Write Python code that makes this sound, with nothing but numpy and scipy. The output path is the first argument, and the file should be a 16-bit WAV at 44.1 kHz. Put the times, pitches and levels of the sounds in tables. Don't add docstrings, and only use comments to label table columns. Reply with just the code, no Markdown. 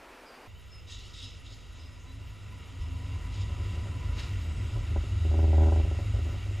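import sys
import numpy as np
from scipy import signal
from scipy.io import wavfile
from scipy.ndimage import uniform_filter1d

SR = 44100
rng = np.random.default_rng(int(sys.argv[2]) if len(sys.argv) > 2 else 0)


def voltage_ratio(level):
    return 10 ** (np.asarray(level, float) / 20)


def generate_wav(sig):
    pcm = np.round(np.clip(np.atleast_2d(sig).T, -1, 1) * 32767).astype(np.int16)
    wavfile.write(sys.argv[1], SR, pcm)


N = 291060
T = np.arange(N) / SR
CUT_S = .475

# pitch_hz, wander_hz
AIR_MODES = [
    (52.5, 3.5),
    (78.55, .5),
    (101, 3.5),
]
# pitch_hz, width_hz, level_db
HOUSING_MODES = [(989, 18, 7.5), (1080, 40, -11), (1344, 394, 9), (1662, 550, -11), (1929, 170, 8),
                 (2330, 38, 3), (2525, 260, -9), (2703, 410, 7), (2740, 51, 2), (3820, 310, 3),
                 (3860, 61, 5), (4160, 490, 1.5), (4736, 180, 6), (5220, 350, 5.5), (5820, 580, -3.5),
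                 (6800, 220, 6), (8940, 250, 2.5), (10700, 510, 2)]


def evened(x):
    return x / np.sqrt(np.mean(x ** 2) + 1e-20)


def read(points, hz):
    f, value = np.transpose(points)
    return np.interp(np.log(hz + 1), np.log(f + 1), value, left=-100, right=-100)


def bumps(modes, hz):
    return sum(db / (1 + (2 * (hz - f) / width) ** 2) for f, width, db in modes)


def slow(rate_hz):
    size = max(int(SR / rate_hz / 2), 3)
    return evened(uniform_filter1d(uniform_filter1d(rng.standard_normal(N), size), size))


def noise(spectrum, modes, band, patchy_db, flicker_db, size):
    frames, hz = 4 * N // size + 5, np.fft.rfftfreq(size, 1 / SR)
    a, b, patches = rng.standard_normal((frames, len(hz), 3)).T
    patches = uniform_filter1d(patches, size // 64, 0)
    patches = evened(uniform_filter1d(patches, 12000 // size + 2, 1))
    flicker = evened(uniform_filter1d(rng.standard_normal(frames), 6000 // size + 2))
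    shape = voltage_ratio(read(spectrum, hz) + bumps(modes, hz))
    inside = (hz > band[0]) & (hz < band[1])
    share = np.sum(shape[inside] ** 2) / np.sum(shape ** 2)
    z = (a + 1j * b) * shape[:, None] * voltage_ratio(patchy_db * patches + flicker_db * flicker)
    return evened(signal.istft(z, nperseg=size, noverlap=3 * size // 4)[1][:N]) / np.sqrt(share)


def nearness():
    # time_s, level_db
    approach = [(0.48, -15), (0.75, -12.5), (1.2, -12), (1.84, -11.5), (2.3, -10), (2.7, -7.5), (3.0, -3.5),
                (3.25, -2.5), (3.36, -1.5), (3.6, 0.5), (4.4, 1), (5.2, 2), (5.8, 3.5), (6.6, 1.5)]
    return np.interp(T, *np.transpose(approach))


def surges(rows):
    return sum((voltage_ratio(db) * np.cos(np.pi * np.clip((T - s) / length, -.5, .5))) ** 2 for s, db, length in rows)


def distant_roar():
    # pitch_hz, level_db per Hz
    roar = [(15, -44.5), (25, -12), (53, -4), (152, -16), (253, -2), (848, -3.5), (2010, -9.5),
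            (2420, -8.5), (3530, -18), (4740, -19.5), (6730, -25), (9040, -27), (15500, -34.5)]
    middle = noise(roar, [(50, 40, 9), (95, 30, -6)], (20, 16000), .3, .2, size=2048)
    side_modes = [(200, 400, -15), (8800, 500, 12), (7000, 6000, -3)]
    side = voltage_ratio(-27.0) * noise(roar, side_modes, (20, 16000), 3.3, .4, size=1024)
    return voltage_ratio(-51) * np.array([middle + side, middle - side])


def cricket():
    chirps = [.609, .751, .92, 1.068, 1.237, 1.4, 1.557, 1.728, 1.931, 2.144, 2.351, 2.516, 2.668, 2.927,
              2.988, 3.135, 3.262, 3.457, 3.627, 3.809, 3.955, 4.118, 4.277, 4.449, 4.585, 4.757, 4.908,
              5.091, 5.236, 5.416, 5.576, 5.735, 5.889, 6.06, 6.242, 6.451]
    chirp_s = .04
    wing = [(10500, -14), (10700, -1), (11000, 0), (11350, -4), (11600, -16)]  # pitch_hz, level_db per Hz
    rasp = noise(wing, [], (9000, 13000), 1., 1., size=512)
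    levels_db = -74.5 + 1.1 * rng.standard_normal(len(chirps))
    shape = sum(voltage_ratio(db) * np.clip((chirp_s / 2 - abs(T - s)) / .008, 0, 1) for s, db in zip(chirps, levels_db))
    return shape * rasp


def birds_and_squeaks():
    # start_s, length_s, first_hz, last_hz, level_db
    bird_rows = [(0.25, 0.068, 5050, 4560, -66), (0.262, 0.05, 5450, 4750, -70),
                 (0.3, 0.045, 4600, 5000, -63.5), (0.335, 0.085, 4850, 4620, -66.5),
                 (0.42, 0.025, 4800, 4750, -67), (0.474, 0.045, 3680, 3600, -67),
                 (0.474, .07, 2700, 2900, -61), (.542, .07, 2950, 3170, -60.5), (.82, .05, 5120, 5150, -68),
                 (1.31, .05, 5060, 5120, -62), (1.91, .06, 5150, 5150, -66), (1.99, .06, 6250, 6230, -67),
                 (0.693, 0.14, 5240, 5030, -57), (1.212, .12, 5180, 5030, -56),
                 (1.786, 0.075, 5080, 5020, -58), (1.848, .065, 5020, 5060, -57.5),
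                 (2.8, .11, 5200, 5180, -67), (3.04, .07, 5280, 5100, -68), (1.987, .07, 6700, 6750, -66),
                 (2.078, 0.06, 3930, 3960, -60.5)]
    # start_s, length_s, pitch_hz, level_db, unsteadiness_hz
    squeak_rows = [
        (.20, .05, 8900, -76, 500),
        (2.38, .04, 10650, -80, 60),
        (2.55, .05, 10600, -80, 60),
        (2.80, .05, 10300, -78, 200),
        (4.15, .06, 14170, -81, 60),
        (4.37, .4, 8000, -72, 120),
        (4.37, .12, 14330, -80, 50),
        (4.385, .1, 12480, -80, 50),
        (4.61, .03, 14050, -82, 150),
        (6.20, .18, 13550, -80, 250),
    ]
    whistles = []
    for i, (s, length, first_hz, last_hz, db) in enumerate(bird_rows):
        fade_db = -14 * (s > .29)
        whistles.append((s, s + length, first_hz, last_hz, db, db + fade_db, 25. if i < 6 else 15.))
    for s, length, hz, db, unsteady_hz in squeak_rows:
        whistles.append((s, s + length, hz, hz, db, db, unsteady_hz))

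    out, waver = np.zeros(N), slow(98.0)
    for start, end, first_hz, last_hz, first_db, last_db, unsteady_hz in whistles:
        on = slice(round(start * SR), round(end * SR))
        hz = np.interp(T[on], [start, end], [first_hz, last_hz])
        level_db = np.interp(T[on], [start, end], [first_db, last_db]) + 4.5
        turns = np.cumsum(hz + unsteady_hz * waver[on]) / SR
        out[on] += voltage_ratio(level_db) * np.sin(2 * np.pi * turns) * signal.windows.tukey(len(turns), .6)
    t = np.arange(8000) / SR
    tail = rng.standard_normal(len(t)) * voltage_ratio(-60 * t / .4)
    return out + voltage_ratio(-6.0) * signal.oaconvolve(out, tail / np.linalg.norm(tail))[:N]


def rail():
    # pitch_hz, width_hz
    tones = [
        (264, 12),
        (995, 65),
    ]
    tone_db = [-60.5, -61]
    shares = [1.5, 0.99]
    fades_db = [-2.5, -10]
    # centre_s, level_db, length_s
    low_rows = [
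        (1.243, -64, .14),
        (1.482, -61, 0.19),
        (1.88, -63, 0.31),
        (2.128, -57.5, 0.18),
        (2.58, -57.5, 0.24),
        (2.76, -56.5, 0.14),
        (2.963, -55.5, 0.83),
    ]
    # centre_s, level_db, length_s
    high_rows = [
        (2.55, -62.5, .1),
        (3.1, -62, 0.66),
        (4.178, -53, 0.036),
        (4.77, -58, .04),
        (4.84, -56, 0.044),
    ]
    out = np.zeros(N)
    for db, share, fade_db, rows, (hz, width_hz) in zip(tone_db, shares, fades_db, (low_rows, high_rows), tones):
        edges_hz = [hz - width_hz / 2, hz + width_hz / 2]
        sos = signal.butter(2, edges_hz, "bandpass", fs=SR, output="sos")
        steady_db = db + share * nearness() + fade_db * np.maximum(T - 3.97, 0) + 3.2 * slow(1.4)
        tone = evened(signal.sosfilt(sos, rng.standard_normal(N)))
        out += np.sqrt(voltage_ratio(steady_db) ** 2 + surges(rows)) * tone
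    return out


def rolling():
    # pitch_hz, level_db per Hz
    wheel_colour = [(12, -41), (20, -18), (33, -14), (59, -7), (88, 0), (115, -9), (189, -24), (230, -20),
                    (260, -18.5), (387, -35), (654, -33.5), (743, -34.5), (900, -49), (1170, -68),
                    (1980, -120)]
    # pitch_hz, width_hz, level_db
    wheel_modes = [(38.4, 37, 7), (143, 11, 5), (165, 15, 8), (205, 6, 4.5), (348.4, 20, 12.5),
                   (390, 17, -3)]
    # pitch_hz, level_db per Hz
    steam_colour = [(240, -8), (400, 0.5), (749, -6.5), (1000, -7.5), (1710, -3), (1900, -3), (2550, -2.5),
                    (3850, -11), (4220, -16), (6780, -14.5), (15500, -37)]
    # pitch_hz, level_db per Hz
    mic_colour = [(7000, -14), (11000, -9), (14000, 0), (15500, -1)]
    coaches_db = -3.5 * np.maximum(T - 5.6, 0)
    wheels_db = -49 + nearness() + coaches_db
    steam_db = -52.5 + 0.54 * nearness()
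    wheels = noise(wheel_colour, wheel_modes, (125, 480), 0.27, 0.38, size=4096)
    steam = noise(steam_colour, HOUSING_MODES, (1200, 9000), 0.83, 0.31, size=1024)
    hiss = noise(mic_colour, [], (12000, 15500), 1.5, 2.8, size=1024)
    return voltage_ratio(-80) * hiss + voltage_ratio(wheels_db) * wheels + voltage_ratio(steam_db) * steam


def puffs():
    # start_s, rise_s, fall_s, level_db at the peak
    blasts = [(0.874, 0.046, 0.32, -46.5), (1.135, 0.0045, 0.024, -52), (1.148, 0.098, 0.1, -47),
              (1.25, 0.12, 0.49, -64), (1.445, 0.014, 0.067, -57), (1.47, 0.064, 0.25, -58.5),
              (1.72, 0.051, 0.62, -62.5), (2.78, 0.036, 0.11, -59), (3.3, 0.047, 0.069, -52),
              (3.36, 0.056, .055, -50.5), (3.72, 0.031, 0.073, -56), (4.16, 0.011, 0.027, -52),
              (4.18, 0.019, 0.032, -43.5), (4.12, 0.12, 0.18, -53.5), (4.39, 0.033, .08, -61)]
    # pitch_hz, level_db per Hz
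    near_colour = [(350, -36), (600, -8), (1690, -1.5), (2790, -3), (6660, -12), (10000, -26), (15500, -35)]
    # pitch_hz, level_db per Hz
    far_colour = [(1060, -38), (1800, -5), (2440, -7), (2680, 0.5), (2980, 2), (3800, 4.5), (4310, -4.5),
                  (5100, -2), (6830, -4.5), (15500, -44)]
    near_s = 3.6
    far = noise(far_colour, HOUSING_MODES, (2500, 9000), 1.8, 1.3, size=512)
    near = noise(near_colour, HOUSING_MODES, (2500, 9000), 1., 1., size=512)
    out = np.zeros(N)
    for s, rise, fall, db in blasts:
        corners_s = [-.01, 0, rise, rise + fall, rise + fall + 0.097]
        shape_db = np.interp(T - s, corners_s, [-40, -12.5, 0, -18.5, -40])
        out += voltage_ratio(db + shape_db) * (shape_db > -40) * (far if s < near_s else near)
    return out


def boom():
    mode_db = [-48, -48.5, -49.5]
    bends = [0, 0.28, 0]
    # centre_s, level_db, length_s
    low_rows = [(.56, -57, 0.39), (0.977, -47, 0.092), (1.25, -52.5, 1), (1.5, -47, .1),
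                (1.714, -47.5, 0.078), (1.952, -52, 0.85), (2.205, -47.5, 0.52), (2.811, -32.5, 0.041),
                (3.12, -45, .15), (3.277, -36, .22), (3.48, -38.5, 0.11), (3.732, -53, 0.065),
                (4.13, -34.5, 0.32), (4.39, -35, .1), (4.602, -39, 0.14), (4.792, -35, 0.12),
                (4.988, -31, 0.11), (5.135, -37.5, 0.13), (5.46, -32, 0.089), (5.66, -33, 0.18),
                (5.846, -29, 0.047), (6.16, -29.5, 0.14), (6.35, -56, 0.43)]
    # centre_s, level_db, length_s
    middle_rows = [(.55, -52, 0.14), (.85, -54, 0.15), (1.82, -48.5, .35), (2.12, -51, 0.47),
                   (2.552, -55, 0.47), (2.85, -36, 0.17), (2.95, -36, 0.2), (3.09, -40, 0.51),
                   (3.52, -30, 0.064), (3.62, -36, 0.18), (3.66, -37, 0.09), (3.79, -31.5, 0.11),
                   (4.13, -32, 0.13), (4.33, -40, 0.11), (4.48, -40, 0.24), (4.671, -38, 0.087),
                   (4.82, -40, 0.12), (4.961, -28, 0.22), (5.35, -24.5, 0.48), (5.44, -23, 0.21),
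                   (5.601, -18.5, 0.32), (5.769, -21.5, 0.2), (5.93, -31, 0.34), (6.141, -30, 0.036),
                   (6.25, -29, 0.17), (6.47, -38, 0.082)]
    # centre_s, level_db, length_s
    upper_rows = [(0.5, -65, 0.055), (1.07, -52, 0.13), (1.25, -46, 0.11), (1.5, -53, 0.33),
                  (1.95, -50, 0.46), (2.2, -44.5, 0.24), (2.45, -47.5, 0.8), (2.79, -35, 0.04),
                  (3.05, -41, 0.46), (3.42, -32, 0.15), (3.6, -32.5, 0.092), (3.691, -33.5, 0.091),
                  (3.85, -37.5, 0.085), (3.96, -34, 0.1), (4.08, -34.5, 0.086), (4.35, -29, 0.14),
                  (4.618, -32, 0.13), (4.76, -30, 0.087), (4.93, -42, 0.16), (5.14, -32, 0.22),
                  (5.6, -43, 0.25), (5.89, -33, 0.11), (6.09, -31, 0.35), (6.17, -32, 0.055),
                  (6.36, -31.5, 0.17), (6.55, -33, 0.34)]
    exit_s, exit_db, bend_lag_turns = 2.77, 4.5, 0.11
    steady_db = 0.9 * nearness() + exit_db * np.clip((T - exit_s) / .03, 0, 1)
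    out = np.zeros(N)
    for db, bend, rows, (hz, wander_hz) in zip(mode_db, bends, (low_rows, middle_rows, upper_rows), AIR_MODES):
        turns = np.cumsum(hz + wander_hz * slow(7.32)) / SR
        turns = turns - turns[round(5.5849 * SR)]
        power = voltage_ratio(db + steady_db - slow(13)) ** 2 + surges(rows)
        swing = np.sqrt(2 * power) * np.cos(2 * np.pi * turns)
        octave = bend * power * np.cos(2 * np.pi * 2 * (turns - bend_lag_turns))
        out -= swing + octave
    return out


def knocking():
    # start_s, level_db of first knock, low_modes_db over that, fading_db a knock
    bursts = [(3.492, -40, -8, 4), (3.601, -42, 1, 4.5), (3.66, -48, 6.5, 11), (3.737, -45.5, -7, -1.5),
              (3.79, -50, 2, 11), (3.857, -38, -6, 4), (4.149, -46, 1, 0.5), (4.631, -46.5, 4, 6),
              (4.697, -53, 9, 2), (4.76, -37.5, -4, -1), (4.785, -41, -7, 9), (4.913, -47, 10, 9),
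              (4.961, -25, -3, 12), (5.037, -39, 3, 11), (5.25, -33.5, 3, 5), (5.3141, -30, -1, 10),
              (5.3402, -27.5, 0.5, 4), (5.378, -32.5, 1, 0), (5.3902, -25.5, -2, 7), (5.4164, -33, 2, 0),
              (5.4287, -30, 0, 0), (5.441, -26.5, -1, 5.5), (5.479, -29.5, 0, 6), (5.5042, -32.5, 1, 7),
              (5.5305, -22.5, -2, 3.5), (5.5807, -21.5, -3, 6), (5.6064, -23.5, -1.5, -.5),
              (5.6436, -31.5, 2, 0), (5.658, -25.5, -1, -1.5), (5.6949, -30.5, 1, 5),
              (5.7215, -20.5, -4, 9), (5.76, -25.5, -2, 6), (5.7863, -32, 1, 0), (5.7978, -27, -2, 7),
              (5.8498, -31.5, 1, 8), (5.875, -35, -1, 13), (5.913, -29.5, -0.5, 14), (5.947, -35.5, -4, 11),
              (5.989, -30.5, -4, 4.5), (6.045, -49, -3, 1), (6.139, -37, -1, 0), (6.15, -36.5, -3, 5),
              (6.19, -34.5, 0.5, 6), (6.254, -43, 7, 0), (6.266, -37, -8, 5), (6.29, -36, -4, 3),
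              (6.33, -41.5, 5, 2), (6.343, -35, -9, 6), (6.464, -38, -4, 11), (6.51, -44.5, 6, 5),
              (6.56, -41.5, -9, 1)]
    # pitch_hz, level_db, t60_s
    part_modes = [(250, -7, 0.1), (261.5, -9.5, 0.19), (317, 1.5, 0.13), (339, 3, 0.12), (396, -4.5, 0.11),
                  (413, -5, 0.15), (544, 5.5, 0.044), (723, 2.5, 0.085), (783, -5, 0.052),
                  (897, -16, 0.026), (922, -8.5, 0.059), (1000, -5, 0.063), (1085, -19, .04),
                  (1380, -10, 0.055), (1544, -6.5, 0.038)]
    s, db, low_db, fade_db = np.array(bursts).T
    period, cycle = 1 / AIR_MODES[1][0], np.arange(6)
    hurry_s = .00022
    uneven, late = rng.standard_normal((len(s), len(cycle), 2)).T
    at = s[:, None] + cycle * (period - hurry_s) - .0022 + .0001 * late.T * (cycle > 0)
    strike_db = db[:, None] - np.clip(fade_db, -2, 12)[:, None] * cycle + uneven.T * (cycle > 0)
    kept = at < np.append(s[1:], N / SR)[:, None] - .008
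    dull_db = 1.2 * np.minimum(strike_db + 27.5, 0)
    low_at = at + cycle * hurry_s - .0002
    upper_at = at - .0018

    t, out = np.arange(9000) / SR, np.zeros(N)
    # lowest_hz, highest_hz, passed band in Hz
    groups = ((180, 430, [180, 430]), (525, 780, [525, 1070]),
              (780, 1130, [525, 1110]), (1350, 1650, [1350, 1650]))
    for lo, hi, band in groups:
        low, top = hi < 500, lo > 700
        group_at = low_at if low else upper_at
        group_db = strike_db + low * (low_db[:, None] - 0.4 + 0.2 * cycle) + top * dull_db
        strikes = np.zeros(N)
        strikes[(group_at[kept] * SR).astype(int)] = voltage_ratio(group_db)[kept]
        graze = voltage_ratio(-12.0) * np.roll(strikes, -round(0.00341 * SR)) * (not low)
        bounce = voltage_ratio(-7.0 - 2.1 * low) * np.roll(strikes, round(0.00497 * SR))
        strikes = strikes + graze + bounce
        ring = sum(voltage_ratio(d - 60 * t / t60) * np.sin(2 * np.pi * hz * np.maximum(t - hz * 3e-6, 0))
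                   for hz, d, t60 in part_modes if lo < hz < hi)
        ring = signal.sosfilt(signal.butter(3, band, "bandpass", fs=SR, output="sos"), ring)
        out += (1 if low else -1) * signal.oaconvolve(strikes, ring)[:N]
    return voltage_ratio(-12.5) * out


def patchy_treble(x):
    hz, _, z = signal.stft(x, SR, nperseg=1024, noverlap=768)
    chance = rng.random((z.shape[1] // 7 + 1, len(hz) // 2 + 1)).T.repeat(2, 0).repeat(7, 1)
    chance = chance[:len(hz), :z.shape[1]]
    odds = np.interp(hz, [12300, 12800, 14700, 15000, 15400], [0, .3, .35, .8, 1])
    level = uniform_filter1d(uniform_filter1d(abs(z), size=9, axis=0), size=7, axis=1)
    loud = level > voltage_ratio(5.) * np.median(level, axis=1)[:, None]
    spared = loud & (hz < 15000)[:, None]
    kept = (chance > odds[:, None]) | spared
    return signal.istft(z * kept, SR, nperseg=1024, noverlap=768)[1][:N]


def scene():
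    second = np.clip((T - CUT_S) / 0.0018, 0, 1)
    low = boom()
    near = low + patchy_treble(rolling() + rail() + puffs() + knocking() + cricket())
    shake = voltage_ratio(-58.5) * slow(25.) * np.clip((T - 2.7) / 0.089, .15, 1)
    near = near + np.array([[1], [-1]]) * (voltage_ratio(-64.0) * np.roll(low, 150) + shake)
    return (1 - second) * distant_roar() + second * near + birds_and_squeaks()


def low_pass(x):
    return signal.sosfilt(signal.butter(12, 15640, fs=SR, output="sos"), x)


def record(dry):
    offset = [
        [.001],
        [-.0028],
    ]
    onset = np.sin(np.pi / 2 * np.clip((T - CUT_S) / 0.0025, 0, 1)) ** 2
    return low_pass(dry + np.array(offset) * onset)


dry = scene()
out = record(dry)
generate_wav(out)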